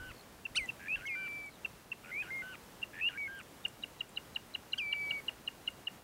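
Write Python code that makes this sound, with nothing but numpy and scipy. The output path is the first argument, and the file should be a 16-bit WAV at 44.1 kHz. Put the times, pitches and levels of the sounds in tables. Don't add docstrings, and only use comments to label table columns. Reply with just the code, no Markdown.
import sys
import numpy as np
from scipy import signal
from scipy.fft import rfft, irfft
from scipy.io import wavfile
from scipy.ndimage import uniform_filter1d

SR = 44100
rng = np.random.default_rng(int(sys.argv[2]) if len(sys.argv) > 2 else 0)


def transcribe(signal):
    frames = np.atleast_2d(signal).T
    limited = np.clip(frames, -1, 1)
    pcm = np.round(limited * 32767).astype(np.int16)
    wavfile.write(sys.argv[1], SR, pcm)


N = 265923
TIME_S = np.arange(N) / SR

# start in seconds, level in dB, length in seconds, lead-in level in dB.
PIP_NOTES = [(0.4528, -35.5, .012, -70), (.689, -34.5, .014, -52), (1.6476, -33, .0115, -72),
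             (1.9168, -35.5, .0125, -75), (2.828, -33.5, 0.012, -51), (3.6508, -29.5, .0097, -55),
             (3.8353, -34.5, 0.0082, -51), (4.0068, -32, .0084, -55.5), (4.172, -32, .0079, -49),
             (4.36, -31, 0.0081, -50), (4.549, -32.5, 0.0081, -48), (4.732, -29, 0.0087, -48.5),
             (4.9267, -28.5, .0088, -57), (5.108, -30, 0.00845, -54.5), (5.282, -31, 0.01105, -60),
             (5.476, -32, 0.00973, -56), (5.676, -30, 0.00955, -56), (5.871, -32.5, .011, -62.5)]
# time in seconds, pitch in Hz.
PIP_PITCH_HZ = [(1.9, 2693), (2.9, 2768), (3.7, 2835), (5.9, 2842)]
LEAD_PITCH_HZ = [(2.8, 2710), (3.85, 3908), (4.9, 4117), (5.9, 4028)]
# time as a multiple of creak_s, pitch ratio, fade in dB.
CREAK_CURVE = [(0, 1.168, -3), (.5, .9, -2), (1, .72, -12), (2, .3, -45)]
# start, top of the leap and end in seconds, top and held pitch in Hz, sag in Hz/s,
# top and held level in dB, fade in dB/s, overtone gain in the leap in dB.
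WHISTLE_NOTES = [(0.548, .576, .666, 3085, 2103, 1077, -29.5, -42.5, 13, -9),
                 (1.063, 1.073, 1.497, 3290, 2375, 175, -47.5, -40.5, 14, 2),
                 (4.776, 4.786, 5.204, 3280, 2330, 166, -35.5, -39, 2, -23)]
# weights of harmonics 2, 3 and 4 in dB, ahead of the bill's colour.
WHISTLE_HARMONICS_DB = [(0, -1, 4.5), (0, -12, -20), (0, -9, -15.5)]
# start, flip up, break down, second flip and end in seconds, pitch after the flip in Hz,
# top level in dB, then the clear note's pitch in Hz, sag in Hz and level in dB.
YODEL_PHRASES = [(.795, .8815, .958, 1.054, 1.152, 2370, -32, 2168, 100, -40.5),
                 (2.038, 2.1145, 2.224, 2.305, 2.422, 2035, -36, 2132, 15, -39.7),
                 (2.933, 3.0095, 3.089, 3.175, 3.2765, 2515, -29.5, 2252, 140, -39)]
LOW_REGISTER_RATIO = .74
# start and end in seconds, pitch in Hz,
# level in dB.
BUZZ_NOTES = [(0, .122, 1510, -50), (1.153, 1.285, 1522, -49.5), (2.421, 2.559, 1512, -48.3),
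              (3.278, 3.415, 1596, -48)]
# frequency in Hz, relative gain in dB.
THROAT_DB = [(500, -27), (1000, -4.5), (1500, -2), (2200, 0.5), (2800, 1), (3300, -13), (4200, -18),
             (7000, -64), (12000, -50)]
OPEN_BILL_DB = [(1400, -9.5), (3000, 11), (4200, 0), (5200, -2.5), (6300, 2.5), (7200, -15.5), (8200, -0.5),
                (9500, 2), (10600, -72), (14000, -40)]
WHISTLE_RASP_DB = [(2000, -26), (5000, -20), (10000, 23), (15000, -15.5)]
YODEL_RASP_DB = [(1500, -38), (2300, 14), (2750, 7), (3100, -25), (3900, -43)]
# start and end in seconds, first and last pitch in Hz, first and last level in dB.
FAR_TRILLS = [(0.102, .218, 4580, 4213, -66, -53.5), (1.508, 1.56, 4250, 3700, -61, -58.5)]
# start in seconds, ring pitch in Hz, level in dB.
WATER_DROPS = [(0.659, 7050, -46), (.838, 8400, -53), (.929, 8700, -52), (1.288, 12000, -54),
               (1.46, 9160, -49), (3.349, 14000, -51.5), (3.390, 8100, -48), (3.432, 7000, -51),
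               (3.683, 8000, -42.5), (4.092, 8450, -49), (5.265, 12000, -53), (5.703, 8500, -54)]
# middle in seconds, half length in seconds, level in dB.
WIND_PUFFS = [(.025, .039, -48), (.096, .022, -48), (.509, .012, -48), (.61, .027, -52), (.997, .037, -52)]
# frequency in Hz, relative density in dB.
WIND_DB = [(15, -20), (48, 2.0), (90, -6.0), (170, -20.5), (400, -46), (2000, -80)]
HISS_DB = [(15, -30), (25, -9), (69, -2.5), (136, -2), (169, -2), (204, -2.5), (253, -3), (313, -4),
           (804, -8), (1050, -9.5), (1410, -11), (1620, -12.5), (2700, -16), (4260, -19.5), (15500, -24.5)]
# middle in seconds, half length in seconds, level change in dB.
HISS_DIPS = [(1.91, 0.14, -1.5), (5.87, .04, -3.5), (6.03, 0.0554, -4.5)]


def pips(lead_s=.01, overlap_s=.001194, onset_s=.004, lead_pull=.43):
    out = np.zeros(N)
    scatter = rng.standard_normal((len(PIP_NOTES), 2))
    for (start, db, length_s, lead_db), chance in zip(PIP_NOTES, scatter):
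        hz = np.interp(start, *np.transpose(PIP_PITCH_HZ))
        lead_hz = np.interp(start, *np.transpose(LEAD_PITCH_HZ))
        pull_hz = lead_pull * (lead_hz - hz)
        add(out, start - lead_s, lead_in(lead_s + overlap_s, lead_hz, pull_hz, lead_db), edge_s=.00073)
        add(out, start - onset_s, pip_tone(onset_s, length_s, hz, pull_hz, db))
        add(out, start + length_s - overlap_s, creak(db, *chance), edge_s=.0012)
    return out


def lead_in(length_s, hz, pull_hz, db, slide_s=.00084):
    t = np.arange(0, length_s, 1 / SR)
    pitch_hz = hz - pull_hz * np.exp((t - length_s) / slide_s)
    gain = np.sqrt(2) * undb(db + 1.8 * waver(t, 630))
    return gain * np.sin(phase_rad(pitch_hz * (1 + .014 * waver(t, 550))))


def pip_tone(onset_s, length_s, hz, pull_hz, db, sag=.043, scoop=.063, scoop_s=.00076,
             edge_s=.001, droop_db=-2, arch_db=-4, arch_s=.009):
    t = np.arange(-onset_s, length_s + .005, 1 / SR)
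    centred = t / length_s - .5
    pitch_hz = hz * (1 - sag * centred) + (scoop * hz + pull_hz) / (1 + np.exp(t / scoop_s + 1))
    gate = (1 + np.tanh(t / edge_s - .5)) * (1 - np.tanh((t - length_s) / edge_s + .5)) / 4
    arch = (arch_s / length_s) ** 2 * ((2 * centred) ** 2 - .3)
    level_db = db + droop_db * centred + arch_db * arch
    return np.sqrt(2) * undb(level_db) * gate * np.sin(phase_rad(pitch_hz))


def creak(pip_db, pitch_chance, level_chance, creak_s=.007, base_hz=900, offset_db=-13,
          ring_hz=2820, width_hz=220, ring_db=2):
    knots, *columns = np.transpose(CREAK_CURVE)
    t = np.arange(0, knots[-1] * creak_s, 1 / SR)
    ratio, fade_db = (np.interp(t / creak_s, knots, column) for column in columns)
    hz = base_hz * ratio * (1 + .091 * pitch_chance + .0945 * waver(t, 543))
    beats = undb(pip_db + offset_db + fade_db + 1.4 * level_chance) * syrinx(hz, tilt_db=-.46)
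    ring = signal.lfilter(*signal.iirpeak(ring_hz, ring_hz / width_hz, fs=SR), beats)
    return beats + undb(ring_db) * ring


def whistles(mean_leap_hz_per_s=46000, swell_db=21.5, settle_s=.0128, accent_lag_s=.0052, accent_s=.02,
             release_s=.0152, release_hz=88, release_db=7.5, shimmer_db=.86):
    out = np.zeros(N)
    for note, harmonics_db in zip(WHISTLE_NOTES, WHISTLE_HARMONICS_DB):
        start, top, end, top_hz, held_hz, sag_hz_per_s, top_db, held_db, fade_db_per_s, harsh_db = note
        t, _ = span(start, end)
        before_s, after_s = np.maximum(top - t, 0), np.maximum(t - top, 0)
        leap_left = before_s / (top - start)
        release = np.exp((t - end) / release_s)
        hz = held_hz + (top_hz - held_hz) * np.exp(-after_s / settle_s)
        hz -= mean_leap_hz_per_s * (top - start) * leap_left ** 1.3
        hz -= sag_hz_per_s * after_s + release_hz * release
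        db = held_db + (top_db - held_db) * np.exp(-np.maximum(after_s - accent_lag_s, 0) / accent_s)
        db -= swell_db * leap_left + fade_db_per_s * after_s + release_db * release
        tone = whistle_voice(t - top, hz, leap_left, harsh_db, harmonics_db)
        add(out, start, np.sqrt(2) * undb(db + shimmer_db * waver(t, 78.7)) * tone, edge_s=.0012)
    return out


def whistle_voice(t, hz, leap_left, harsh_db, harmonics_db, jitter=.0045, strain_db=11, rasp_db=-22,
                  clear_db=-26, clear_s=.00277, doubling_db=-1, doubling_s=.0041):
    phase = phase_rad(hz * (1 + jitter * waver(t, 262)))

    def partial(k):
        return colour(OPEN_BILL_DB, k * hz) * np.sin(k * phase)

    attack = 1 / (1 + np.exp(np.minimum(t / clear_s, 20)))
    overtone_db = clear_db + (harsh_db - clear_db) * attack + strain_db * leap_left
    second_db, third_db, fourth_db = harmonics_db
    third_db = third_db + .064 * (overtone_db - overtone_db.max())
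    overtones = sum(undb(db) * partial(k) for k, db in enumerate((second_db, third_db, fourth_db), 2))
    overtones += undb(rasp_db) * noise(WHISTLE_RASP_DB, len(t))
    doubling = undb(doubling_db) * (1 - np.tanh(t / doubling_s + .5)) / 2
    half_harmonics = sum(partial(k) / max(k - .5, 1) ** 2 for k in np.arange(.5, 4))
    build = np.where(t < 0, np.interp(hz, [2150, 2500], [.1, 1]), 1)
    return np.sin(phase) + build * (undb(overtone_db) * overtones + doubling * half_harmonics)


def yodels(flip_s=.0013, slow_flutter_hz=88, quick_flutter_hz=94):
    out = np.zeros(N)
    for start, flip, down, up, end, flip_hz, top_db, clear_hz, sag_hz, clear_db in YODEL_PHRASES:
        notes = (stutter(start, flip, flip_hz, top_db), climb(flip, down, flip_hz, top_db),
                 slump(down, up, clear_hz), clear_note(up, end, clear_hz, sag_hz, clear_db))
        t, *controls = np.hstack([np.broadcast_arrays(*note) for note in notes])
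        controls = uniform_filter1d(controls, int(flip_s * SR))
        cycle = (t - flip) * np.where(t < flip, slow_flutter_hz, quick_flutter_hz) % 1
        add(out, start, yodel_voice(t, *controls, cycle))
    return out


def stutter(start, end, flip_hz, top_db, flat=.077, first_db=-21, swell_db=10, tilt_db=-11, flutter=1):
    t, u = span(start, end)
    hz = LOW_REGISTER_RATIO * flip_hz * (1 - flat * (1 - u ** 3))
    return t, hz, top_db + first_db + swell_db * u ** 2, tilt_db, flutter


def climb(start, end, flip_hz, top_db, rise_hz_per_s=4960, swell_db=7, ease_db=3, tilt_db=-41):
    t, u = span(start, end)
    db = top_db - swell_db * (u - 1) ** 2 - ease_db * u ** 12
    return t, flip_hz + rise_hz_per_s * (t - start), db, tilt_db, 1 - .92 * u


def slump(start, end, clear_hz, break_hz=1750, slack_hz=1410, edge_db=-46, slack_db=-7):
    t, u = span(start, end)
    slack = np.sin(np.pi * u ** .85)
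    taut_hz = break_hz + (LOW_REGISTER_RATIO * clear_hz - break_hz) * u
    hz = taut_hz + (slack_hz - taut_hz) * slack
    tilt_db = 3 - 27 * u ** 2
    return t, hz, edge_db + slack_db * slack, tilt_db, 1.08 * slack ** 2


def clear_note(start, end, hz, sag_hz, db, arch_hz=55, arch_db=2, tilt_db=-41, flutter=.072):
    t, u = span(start, end)
    ends = (2 * u - 1) ** 2
    return t, hz - sag_hz * (u - .5) - arch_hz * ends, db - arch_db * ends, tilt_db, flutter


def buzzes(arch_hz=40, fade_db=-3.5, collapse=.49, collapse_s=.00906, flutter_hz=91):
    out = np.zeros(N)
    for start, end, hz, db in BUZZ_NOTES:
        t, u = span(start, end)
        slack = np.exp((t - end) / collapse_s)
        pitch_hz = (hz - arch_hz * (2 * u - 1) ** 2) * (1 - collapse * slack)
        voice = yodel_voice(t, pitch_hz, db + fade_db * (u - .5), tilt_db=-17 * (1 - u),
                            flutter=.083 + .54 * slack, cycle=(t - start) * flutter_hz % 1)
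        add(out, start, voice)
    return out


def yodel_voice(t, hz, db, tilt_db, flutter, cycle, jitter=.0066, low_below_hz=1900, kick=.68,
                kick_db=7, buzz_hz=161.3, buzz_depth=.68, rasp_db=-46, rasp_cycles=.23):
    flutter = np.clip(flutter, 0, 1)
    airflow = 1 - flutter * (.5 + .5 * np.cos(2 * np.pi * (cycle - .93))) ** 4.8
    rattle = flutter * (hz < low_below_hz)
    jolt = rattle * np.exp(-(cycle / .14) ** 2)
    pitch_hz = hz * (1 + kick * jolt + (jitter + .011 * rattle) * waver(t, 399.15))
    buzz_rad = phase_rad(buzz_hz * (1 + .1126 * waver(t, 100)))
    shake = (1 + buzz_depth * np.cos(buzz_rad)) * np.exp(-1j * np.sin(buzz_rad))
    voice = undb(db + .11 * waver(t, 110)) * syrinx(pitch_hz, tilt_db + kick_db * jolt, shake, count=3)
    rasp = undb(rasp_db) * rattle * np.exp(-cycle / rasp_cycles) * noise(YODEL_RASP_DB, len(t))
    return airflow * (voice + rasp)


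def syrinx(hz, tilt_db, overtone_gain=1, count=7):
    k = np.arange(1, count + 1)[:, None]
    gains = undb(tilt_db * (k - 1)) * colour(THROAT_DB, k * hz)
    gains /= np.sqrt(np.sum(gains ** 2, axis=0) / 2)
    harmonics = np.exp(1j * k * phase_rad(hz)) * np.where(k > 1, overtone_gain, 1)
    return np.sum(gains * harmonics.imag, axis=0)


def far_trills(chip_s=.0057, period_s=.0153, sweep=.08):
    out, u = np.zeros(N), np.linspace(0, 1, int(chip_s * SR))
    for start, end, first_hz, last_hz, first_db, last_db in FAR_TRILLS:
        times_s = np.arange(start, end, period_s)
        chips = np.linspace((first_hz, first_db), (last_hz, last_db), len(times_s))
        for s, (hz, db) in zip(times_s, chips):
            tone = np.sin(phase_rad(hz * (1 - sweep * (u - .5))))
            add(out, s, np.sqrt(2) * undb(db) * np.sin(np.pi * u) * tone)
    return out


def drops(decay_s=.0015):
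    out, t = np.zeros(N), TIME_S[TIME_S < .02]
    for start, hz, db in WATER_DROPS:
        burst = noise([(hz * .6, -30), (hz, 0), (hz * 1.55, -30)], len(t))
        add(out, start, undb(db) * np.exp(-t / decay_s) * burst, edge_s=.00032)
    return out


def shore(x, near_db=-22, near_t60_s=.12, far_db=-32, far_t60_s=.96, delay_s=.004):
    out, t = x, TIME_S[TIME_S < .8]
    for db, t60_s in ((near_db, near_t60_s), (far_db, far_t60_s)):
        tail = rng.standard_normal(len(t)) * undb(-60 * t / t60_s) * (t > delay_s)
        out = out + undb(db) * signal.fftconvolve(x, tail / np.linalg.norm(tail))[:N]
    return out


def wind():
    return sum(undb(db) * bump(s, half_s) for s, half_s, db in WIND_PUFFS) * noise(WIND_DB, N)


def hiss(level_db=-55, sway_db=.9):
    dips_db = sum(db * bump(s, half_s) for s, half_s, db in HISS_DIPS)
    return noise(HISS_DB, N) * undb(level_db + dips_db + sway_db * waver(TIME_S, 5.9))


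def undb(db):
    return 10 ** (np.asarray(db) / 20)


def colour(spectrum, hz):
    knots_hz, db = np.transpose(spectrum)
    return undb(np.interp(np.log(np.maximum(hz, 1)), np.log(knots_hz), db))


def noise(spectrum, size):
    x = irfft(rfft(rng.standard_normal(size)) * colour(spectrum, np.fft.rfftfreq(size, 1 / SR)), size)
    return x / x.std()


def waver(t, rate_hz):
    steps = (t - t[0]) * rate_hz
    count = int(steps[-1]) + 2
    return np.interp(steps, np.arange(count), rng.standard_normal(count))


def bump(middle_s, half_s):
    return np.exp(-((TIME_S - middle_s) / half_s) ** 2)


def phase_rad(hz):
    return 2 * np.pi * np.cumsum(hz) / SR


def span(start_s, end_s):
    t = np.arange(start_s, end_s, 1 / SR)
    return t, (t - start_s) / (end_s - start_s)


def add(out, start_s, x, edge_s=.00044):
    i, k = max(int(start_s * SR), 0), np.arange(len(x))
    x = x * np.clip(np.minimum(k, k[::-1]) / (edge_s * SR), 0, 1)
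    out[i:i + len(x)] += x[:max(N - i, 0)]


def scene():
    birds = pips() + whistles() + yodels() + buzzes() + far_trills()
    return (shore(birds) + drops() + hiss() + wind())[None]


def record(dry, cutoff_hz=15700):
    return signal.sosfilt(signal.ellip(10, .1, 70, cutoff_hz, fs=SR, output="sos"), dry)


dry = scene()
out = record(dry)
transcribe(out)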